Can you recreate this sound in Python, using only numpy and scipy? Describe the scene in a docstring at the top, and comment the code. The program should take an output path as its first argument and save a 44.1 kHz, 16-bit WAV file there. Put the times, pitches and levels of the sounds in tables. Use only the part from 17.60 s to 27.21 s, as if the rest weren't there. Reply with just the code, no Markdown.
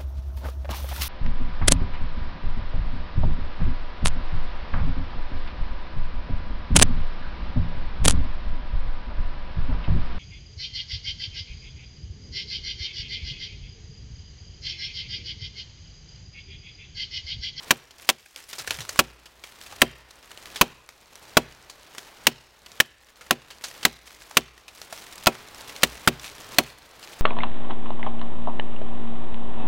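"""A hand axe cuts a notch in a log on dry leaves, close to the microphone on a forest floor.
Each chop is torn-fibre noise, two falling tones of wood, decaying log modes and a ground thump.
Between chops, snaps of chips and twigs, crackling litter and dull boot throbs are heard.
Sparse echoes return from the trees over a faint rumble, and the microphone input clips loud peaks."""
import sys
import numpy as np
from scipy import signal
from scipy.fft import rfft, irfft, next_fast_len
from scipy.io import wavfile
from scipy.ndimage import uniform_filter1d

SR = 44100
rng = np.random.default_rng(int(sys.argv[2]) if len(sys.argv) > 2 else 0)


def inscribe(sig):
    """Save sig as 16-bit PCM at rate SR to the path in sys.argv[1].

    A 1-D sig is mono; a 2-D sig holds one channel per row.
    Samples are clipped to [-1, 1] before scaling.
    """
    pcm = np.round(np.clip(np.atleast_2d(sig).T, -1, 1) * 32767)
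    wavfile.write(sys.argv[1], SR, pcm.astype(np.int16))


N = 423801  # length [samples]


def gain_of(db):
    """Decibels to amplitude."""
    return 10 ** (np.asarray(db) / 20)


def evened(x):
    """Scales to rms 1."""
    return x / np.sqrt(np.mean(x ** 2) + 1e-20)


def read(points, hz):
    """Reads (frequency [Hz], value) rows on a log-frequency axis."""
    f, value = np.transpose(points)
    return np.interp(np.log(hz + 1), np.log(f + 1), value)


def add(mix, start_s, sound):
    """Adds a sound into the mix from its start time, cut off at the end of the mix."""
    part = mix[max(round(start_s * SR), 0):][:len(sound)]
    part += sound[:len(part)]


def coloured(x, spectrum):
    """Shapes x by a spectrum, at rms 1."""
    size = next_fast_len(len(x))
    gains = gain_of(read(spectrum, np.fft.rfftfreq(size, 1 / SR)))
    return evened(irfft(rfft(x, size) * gains, size)[:len(x)])


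def resonate(x, hz, q):
    """One resonance, at rms 1; its bandwidth is capped when its centre is very high."""
    b, a = signal.iirpeak(min(hz, SR / 3), max(q, hz / (SR / 4)), SR)
    return evened(signal.lfilter(b, a, x))


def grains(count, spread_db):
    """Dense tiny fractures: noise samples whose sizes scatter by spread_db."""
    return rng.standard_normal(count) * gain_of(spread_db * rng.standard_normal(count))


def rumble(rumble_db, hz=58):
    """A faint low rumble in the open air: noise through two equal broad resonances."""
    return gain_of(rumble_db) * resonate(resonate(rng.standard_normal(N), hz, q=2.0), hz, q=2.0)


# echo of the surrounding trees: (frequency [Hz], relative level [dB], time to fade by 60 dB [s])
FOREST_ECHO = [(60, 15, 0.7), (256, 15, 0.3), (1000, 1, 0.97), (2300, 2, 1.2), (3200, 8.5, 0.46),
               (5070, 5.5, 1), (14100, -12, 1.1)]


def forest(chops, echo_db):
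    """Trunks scatter the chops back as sparse echoes, each band fading at its own rate."""
    count = 3 * SR // 2
    arrives = rng.random(count) < 2500 / SR  # about 2500 echoes a second
    distant = np.arange(count) > .012 * SR  # none within the first 12 ms
    taps = grains(count, spread_db=-4.5) * arrives * distant
    hz, t, bins = signal.stft(taps, SR, nperseg=256)
    bands = np.array(FOREST_ECHO)
    level_db = read(bands[:, :2], hz)[:, None]
    t60 = read(bands[:, ::2], hz)[:, None]
    tail = signal.istft(bins * gain_of(level_db - 60 * t / t60), SR, nperseg=256)[1]
    return gain_of(echo_db) * signal.fftconvolve(chops, tail / np.linalg.norm(tail))[:N]


# a boot shifts and crushes dry leaves: (start time [s], length [s], crackle level [dB])
SHUFFLES = [(0.377, 0.11, -51), (0.567, 0.17, -56.5), (0.767, .02, -46.5), (0.882, 0.15, -44),
            (1.057, 0.19, -47.5), (1.29, 0.081, -46.5), (1.838, .12, -54.5), (2.002, 0.045, -48),
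            (2.692, 0.3, -60), (4.37, 0.079, -54.5), (6.018, 0.24, -47.5), (6.452, 0.34, -52.5),
            (7.129, 0.29, -51.5), (7.313, 0.33, -46.5), (7.937, 0.55, -52.5), (8.593, 0.086, -45),
            (8.722, 0.38, -55), (9.414, .25, -53)]
# soft rustle underneath: (time [s], level [dB])
HUSH = [(0, -78), (.7, -67.5), (1.1, -50), (1.55, -60), (2.55, -56.5), (3.4, -61.5), (4.0, -55.5),
        (4.45, -52), (4.85, -62), (5.4, -71), (5.95, -59), (6.95, -60), (7.35, -50), (8.0, -48),
        (8.7, -50.5), (9.25, -53.5), (9.6, -46.5)]
# the rustle builds as the axe is raised and swung, and dies once the blade has landed
WIND_UP_DB_PER_S, SETTLE_DB_PER_S = 31.5, 108.5
PRESS_S, RELEASE_S = 0.0082, 0.051  # how fast a boot loads the leaves, and how fast they come to rest
EASE_DB_PER_S = 10.5  # the crackle thins out as the leaves under the boot flatten
SWING_CRACKLE_DB, HUSH_CRACKLE_DB = -4, -7.5  # dry crackle against soft brushing
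SHUFFLE_BRUSH_DB = -13  # soft brushing against dry crackle


def stirring():
    """How strongly leaves brush and crackle: swings, shuffles and underlying rustle add in power."""
    t = np.arange(0, N / SR, 1 / 1000)
    swings, shuffles, last_chop = np.zeros(len(t)), np.zeros(len(t)), -1
    for s, *_, db in CHOPS:
        before, after = np.maximum(s - t, 0), np.maximum(t - s, 0)
        swing_db = db - WIND_UP_DB_PER_S * before - SETTLE_DB_PER_S * after
        swings += gain_of(swing_db) ** 2 * (t > last_chop)  # starts once the previous chop has landed
        last_chop = s
    for s, length, db in SHUFFLES:
        age = np.maximum(t - s, 0)
        load = np.minimum(age / PRESS_S, 1) * np.exp(-np.maximum(age - length, 0) / RELEASE_S)
        shuffles += (load * gain_of(db - EASE_DB_PER_S * age)) ** 2
    hush = gain_of(np.interp(t, *np.transpose(HUSH))) ** 2
    brush = swings + hush + shuffles * gain_of(SHUFFLE_BRUSH_DB) ** 2
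    crackle = shuffles + swings * gain_of(SWING_CRACKLE_DB) ** 2 + hush * gain_of(HUSH_CRACKLE_DB) ** 2
    return [np.interp(np.arange(N) / SR, t, np.sqrt(power)) for power in (brush, crackle)]


def leaf_crackle(crackles_per_s=1100, size_db=4, decay_s=0.00036):
    """Single leaves flick and crack: sparse noise bursts ring at twelve pitches, one for each size of leaf."""
    out, pitches = np.zeros(N), np.geomspace(1300, 11000, num=12)
    for hz in pitches:
        sizes = gain_of(size_db * np.minimum(rng.exponential(1, N), 3.5))
        cracks = sizes * (rng.random(N) < crackles_per_s / (len(pitches) * SR))
        bursts = signal.lfilter([1], [1, -np.exp(-1 / (decay_s * SR))], cracks + 1e-9)
        out += resonate(bursts * rng.standard_normal(N), hz, q=1.38) * np.sqrt(hz)
    return evened(out)


# soft brushing of the litter: (frequency [Hz], relative level [dB])
BRUSH_SPECTRUM = [(30, 2), (60, -2), (100, -2), (200, -4.5), (450, -1), (1000, -1), (2200, -6), (4000, -8),
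                  (9000, -22.5)]
# dry crackle of the leaves: (frequency [Hz], relative level [dB])
LEAF_SPECTRUM = [(100, -8), (700, -12), (2000, -1.5), (3500, -3), (6000, -4.5), (10000, -8.5),
                 (16000, -10.5)]


def litter(brush_level, crackle_level, clump_db=3.0, hiss_level=0.98, crackle_db=-0.5):
    """Dry leaves brush and crackle in clumps: shaped noise and leaf cracks swell irregularly."""
    clumps = uniform_filter1d(rng.standard_normal(N), SR // 80)
    clumps = evened(uniform_filter1d(clumps, SR // 200))
    crackle = coloured(hiss_level * rng.standard_normal(N) + leaf_crackle(), LEAF_SPECTRUM)
    brush = coloured(rng.standard_normal(N), BRUSH_SPECTRUM)
    brushing = brush * brush_level * gain_of(0.85 * clumps)
    return brushing + crackle * crackle_level * gain_of(crackle_db + clump_db * clumps)


# boots pressing the soft ground; each throb peaks at half its pulse time, 6 dB below the level given:
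# (time [s], level [dB], centre frequency [Hz], pulse time [s])
BOOT_STEPS = [(0.995, -42, 95, 0.025), (1.076, -37, 86, 0.04), (1.125, -40, 57.6, 0.038),
              (1.183, -30.5, 118, .03), (1.288, -45, 95, 0.028), (1.33, -44, 50, 0.037),
              (2.04, -50.5, 70, 0.16)]


def boots(uneven_hz=28):
    """Weight lands on soft soil, which gives with a dull throb of wandering pitch."""
    out, t = np.zeros(N), np.arange(SR // 2) / SR
    for s, db, hz, pulse_s in BOOT_STEPS:
        pitch = hz + uneven_hz * evened(uniform_filter1d(rng.standard_normal(len(t)), SR // 100))
        thud = np.sin(2 * np.pi * np.cumsum(pitch) / SR)
        pulse = (t / pulse_s) * np.exp(1 - 2 * t / pulse_s)
        add(out, s, gain_of(db) * thud * pulse)
    return out


# leaves crunching around a snap: (frequency [Hz], relative level [dB])
CRUNCH_SPECTRUM = [(100, -21), (450, -2.5), (900, -3.5), (1800, -1.5), (3500, -5.5), (6000, -4.5),
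                   (10000, -12.5), (16000, -19)]


def snap(hz, decay, crack_db=-5, settle_db=-21, settle_s=0.055):
    """A short cluster of fractures rings a twig or chip in two modes; leaves around it settle."""
    t = np.arange(SR // 6) / SR
    cracks, fade = grains(len(t), spread_db=7.5), np.exp(-t / decay)
    twig = resonate(cracks * fade, hz, q=7) + gain_of(-4) * resonate(cracks * fade, hz * 1.45, q=6)
    twig = evened(twig) * np.sqrt(np.mean(fade ** 2))
    leaves = coloured(cracks, CRUNCH_SPECTRUM)
    settling = gain_of(settle_db) * leaves * np.exp(-t / settle_s)
    return gain_of(crack_db) * (twig + leaves * fade) + settling


# lesser snaps come by chance; their level follows the stirring of the leaves
TICKS_PER_S, TICK_OVER_DB, TICK_SPREAD_DB, TICK_HZ, TICK_DECAY_S = 24, 13, 2, 3000, 0.0018


def ticks(stir, spread_octaves=.9, count=320):
    """Small stems and leaf ribs snap at random pitches, louder where the litter is stirred more."""
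    out = np.zeros(N)
    draws = zip(rng.random((count, 2)), rng.standard_normal((count, 2)))
    for (place, chance), (size, pitch) in draws:
        tick = snap(TICK_HZ * 2 ** (spread_octaves * pitch), TICK_DECAY_S, settle_db=-37.5)
        if chance < TICKS_PER_S * N / SR / count:
            level = stir[int(place * N)] * gain_of(TICK_OVER_DB + TICK_SPREAD_DB * size)
            add(out, place * N / SR, level * tick)
    return out


# loudest chips landing and twigs snapping: (time [s], level [dB], centre frequency [Hz], decay [s])
SNAPS = [ (.308, -41, 3320, 0.005), (.66, -41, 1660, 0.0028), (.761, -23.5, 3300, 0.00071),
         (.93, -29.5, 3470, 0.0063), (.9835, -29.5, 4900, 0.0093), (.992, -31, 4000, 0.012),
         (1.075, -26, 1650, 0.0073), (1.107, -18.5, 2800, .0071), (1.142, -31, 3550, 0.0054),
         (1.187, -30, 2230, 0.0056), (1.205, -32.5, 3860, .017), (1.292, -20.5, 4400, 0.0027),
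         (1.359, -29, 1100, .0026), (1.657, -40.5, 3100, 0.0086), (1.838, -34, 2220, 0.0066),
         (2.064, -34.5, 2490, .0031), (2.124, -34.5, 818, 0.0057), (2.508, -40, 4140, .0036),
         (2.715, -34.5, 1920, 0.0026), (2.775, -30.5, 2980, 0.00094), (2.857, -30, 1840, 0.0016),
         (2.959, -28, 3340, 0.013), (3.29, -33, 1270, 0.0018), (3.555, -36, 5750, 0.0025),
         (3.924, -43.5, 2960, .0025), (4.097, -38.5, 4550, 0.013), (4.349, -36, 1320, 0.0032),
         (4.382, -26.5, 3270, 0.003), (5.062, -35.5, 3020, 0.0034), (5.118, -38.5, 3790, .0024),
         (5.61, -40, 1380, 0.014), (5.904, -38.5, 2980, 0.016), (6.039, -27, 4460, 0.014),
         (6.23, -29, 3050, 0.011), (6.709, -39, 840, 0.0099), (6.978, -40, 1990, 0.0025),
         (7.081, -36.5, 2720, .0078), (7.216, -31, 4050, 0.0025), (7.326, -29.5, 646, 0.0056),
         (7.6603, -23.5, 3500, 0.0018), (7.752, -33.5, 1350, 0.0017), (8.095, -29.5, 1880, 0.0025),
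         (8.163, -30.5, 4180, 0.0022), (8.222, -29, 3000, .004), (8.596, -34.5, 3450, 0.0036),
         (8.643, -34.5, 2540, 0.018), (9.428, -37, 2900, .0074)]


def snaps():
    """Chips land and twigs break, each as one cluster of fractures."""
    out = np.zeros(N)
    for s, db, hz, decay in SNAPS:
        add(out, s, gain_of(db) * snap(hz, decay))
    return out


def ground_thump(push_s=0.00091, push_db=-9, bounce_hz=59, bounce_db=-48, bounce_t60=1.0):
    """The whole log is shoved down by a brief pulse and sways on the springy soil."""
    t = np.arange(SR) / SR
    push = gain_of(push_db) * (1 - t / push_s) * np.exp(-t / push_s)
    return push + gain_of(bounce_db - 60 * t / bounce_t60) * np.sin(2 * np.pi * bounce_hz * t)


def rebound(after_s=0.0183, hz=350, width_s=0.0041, rebound_db=-25):
    """The log knocks back against the ground: a smooth tone burst just after the blow."""
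    t = np.arange(SR // 2) / SR - after_s
    return gain_of(rebound_db) * np.cos(2 * np.pi * hz * t) * np.exp(-(t / width_s) ** 2)


# rattle of bark crumbs and leaves under the log: (frequency [Hz], relative level [dB])
SHIVER_SPECTRUM = [(100, -18.5), (400, 10), (800, -4.5), (2500, 5), (5000, -26), (14000, -36.5)]


def shiver(shiver_db=-47, settle_s=0.093):
    """Bark crumbs and the leaves under the log rattle as decaying noise after the blow."""
    t = np.arange(SR // 2) / SR
    rattle = coloured(grains(len(t), spread_db=0.0), SHIVER_SPECTRUM)
    return gain_of(shiver_db) * rattle * np.exp(-t / settle_s)


# bending modes of the log: (frequency [Hz], relative level [dB], time to fade by 60 dB [s])
LOG_MODES = [(124, -44.5, 0.51), (149.8, -37, 0.29), (197, -34, 0.13), (237.2, -21.5, 0.13),
             (292, -22.5, 0.066), (370, -31.5, 0.17), (443, -32.5, 0.14), (524, -24.5, 0.091),
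             (605, -17.5, 0.064), (704.6, -19, 0.067), (787, -26.5, 0.095), (971, -18, 0.059),
             (1116, -15, 0.041), (1337, -15.5, 0.042), (2573, -24.5, 0.058)]


def log_ring(tilt_db, pivot_hz=400, knock_hz=205, knock_db=-7):
    """The log bends under the blow with a dull knock and rings in its modes."""
    t = np.arange(SR // 2) / SR
    ring = np.zeros(len(t))
    for k, (hz, db, t60) in enumerate(LOG_MODES):
        # each chop lands on another spot, which weights and detunes the modes a little
        mode_db = db + tilt_db * np.log2(hz / pivot_hz) + 0.59 * rng.standard_normal()
        mode_hz = hz * (1 + 0.015 * rng.standard_normal())
        sense = (-1) ** k  # neighbouring modes swing in opposite senses
        ring += sense * gain_of(mode_db - 60 * t / t60) * np.sin(2 * np.pi * mode_hz * t)
    knock = gain_of(knock_db) * np.sin(2 * np.pi * knock_hz * t) * np.exp(-t / 0.0022)
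    return ring * (1 - np.exp(-t / 0.0013)) + knock


# tearing wood: (frequency [Hz], relative level [dB])
FIBRE_SPECTRUM = [(30, -28), (120, -6), (250, -4.5), (600, 3.5), (1200, 2.5), (2800, 7.5), (4500, 1),
                  (8000, -3.5), (12000, -9.5), (16000, -5.5)]


def cut(length, low_hz, low_db, high_hz, high_db, fibre_db, chip_s, chip_db, sag=0.088, wander_hz=170):
    """The slowing blade tears fibres; the wood beside the cut rings, and a chip breaks off."""
    t = np.arange(SR // 5) / SR
    depth, stopped = np.minimum(t / length, 1), np.maximum(t - length, 0)
    bite = np.minimum(t / 0.00027, 1) * gain_of(-5 * depth)
    # once the blade stops, the tearing dies away in three overlapping decays
    dying = np.exp(-stopped / 0.0013)
    dying += gain_of(-14.5) * np.exp(-stopped / 0.0058)
    dying += gain_of(-30) * np.exp(-stopped / 0.016)
    fibres = gain_of(fibre_db) * bite * dying * coloured(grains(len(t), spread_db=3.5), FIBRE_SPECTRUM)
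    ring = np.zeros(len(t))
    for hz, db in (low_hz, low_db), (high_hz, high_db):
        # the chip grows longer as the wedge sinks in, so its pitch falls, unevenly
        wander = evened(uniform_filter1d(rng.standard_normal(len(t)), SR // 1200))
        pitch = hz * (1 + sag * (.5 - depth)) + wander_hz * wander
        ring += gain_of(db) * np.sin(2 * np.pi * np.cumsum(pitch) / SR)
    ring *= bite * np.exp(-stopped / 0.00073)
    breaking = np.exp(-abs(t - chip_s) / 0.0037) * depth
    chip = gain_of(chip_db) * breaking * coloured(grains(len(t), spread_db=3), FIBRE_SPECTRUM)
    return fibres + ring + chip


# one row a chop: (time [s], length of the cut [s], low ring [Hz], its level [dB], high ring [Hz],
#   its level [dB], tearing fibres [dB], log response [dB], brightness of the log ring [dB per octave],
#   ground thump [dB], chip breaks after [s], chip level [dB], rustle of the swing [dB])
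CHOPS = [ (0.1074, 0.006, 1483, -8.5, 2740, -27, -5, -5, 1, -16, 0.0058, -10.5, -46),
         (0.4901, 0.0028, 950, -14, 5170, -7.5, -4.5, -9, 4, -37, 0.0098, -10.5, -54),
         (1.391, .0066, 1460, -4, 3124, -6, -3.5, -.5, 2, 4, 0.011, -16.5, -52),
         (2.2175, 0.0045, 1933, 5.5, 3026, 5.5, -0.5, 2, 0, 3, .0085, -40, -48),
         (3.012, 0.0059, 1025, 2, 2480, -3.5, -.5, 0, 1.5, -12, 0.011, -28, -46.5),
         (3.7694, 0.0067, 599, -3.5, 1362, -2, -3, 2.5, 0.5, 1, 0.0037, -21, -49),
         (4.6685, 0.0036, 1622, -8.5, 3716, -10.5, 2.5, -5, -2.5, -6, 0.0075, -23.5, -50.5),
         (5.2014, 0.0061, 1878, -3, 2993, -4.5, -4.5, -13.5, 2.5, -27, .0027, -20.5, -52),
         (5.7086, 0.0017, 1550, -1.5, 3770, -2.5, -0.5, -3, 0.5, -9, 0.021, -33.5, -53),
         (6.2512, 0.0031, 2040, -3.5, 4050, -7, 1, -5, 0.5, 1, 0.0099, -30, -47.5),
         (6.7698, 0.0045, 1830, -15, 3470, -4.5, -1.5, -4, 0, 0.5, 0.0031, -7, -51.5),
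         (7.669, 0.0054, 1088, 0.5, 1352, 0.5, -2, 3, 3, -15, 0.013, -30, -52.5),
         (8.2328, 0.0046, 2140, -23, 3310, -12, 0.5, -5, -2, 7, 0.013, -21, -45.5),
         (8.4751, 0.0039, 1421, 1.5, 2905, -8, -5, 0.5, -3.5, 5, 0.0096, -14.5, -48.5),
         (8.9845, .004, 2850, -12, 4320, 0, .5, 0, 0.5, -3, .0049, -19, -42.5)]


def axe():
    """All the chops; the harder the log is struck, the harder it rebounds."""
    out = np.zeros(N)
    for (s, length, low_hz, low_db, high_hz, high_db, fibre_db,
         log_db, tilt_db, thump_db, chip_s, chip_db, _) in CHOPS:
        add(out, s, cut(length, low_hz, low_db, high_hz, high_db, fibre_db, chip_s, chip_db))
        add(out, s, gain_of(log_db) * (log_ring(tilt_db) + shiver() + rebound()))
        add(out, s, gain_of(thump_db) * ground_thump())
    return out


def scene():
    """Chops and their echo over the sounds of the forest floor, as one channel."""
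    chops = axe()
    brush_level, crackle_level = stirring()
    ground = snaps() + boots() + litter(brush_level, crackle_level) + ticks(crackle_level)
    return (chops + forest(chops, echo_db=-40) + ground + rumble(rumble_db=-69))[None]


CLIP_LEVEL = 0.56  # amplitude at which the microphone input overloads
EDGE_HZ = 16100  # upper band limit


def record(dry, low_cut_hz=28):
    """The microphone input clips peaks flat; then come the low cut and the upper band limit."""
    clipped = np.clip(dry, -CLIP_LEVEL, CLIP_LEVEL)
    low_cut = signal.lfilter(*signal.butter(1, low_cut_hz, "high", fs=SR), clipped)
    band_limit = signal.firwin(255, EDGE_HZ, window=("kaiser", 9), fs=SR)
    return signal.oaconvolve(low_cut, band_limit[None], "same")


dry = scene()
out = record(dry)
inscribe(out)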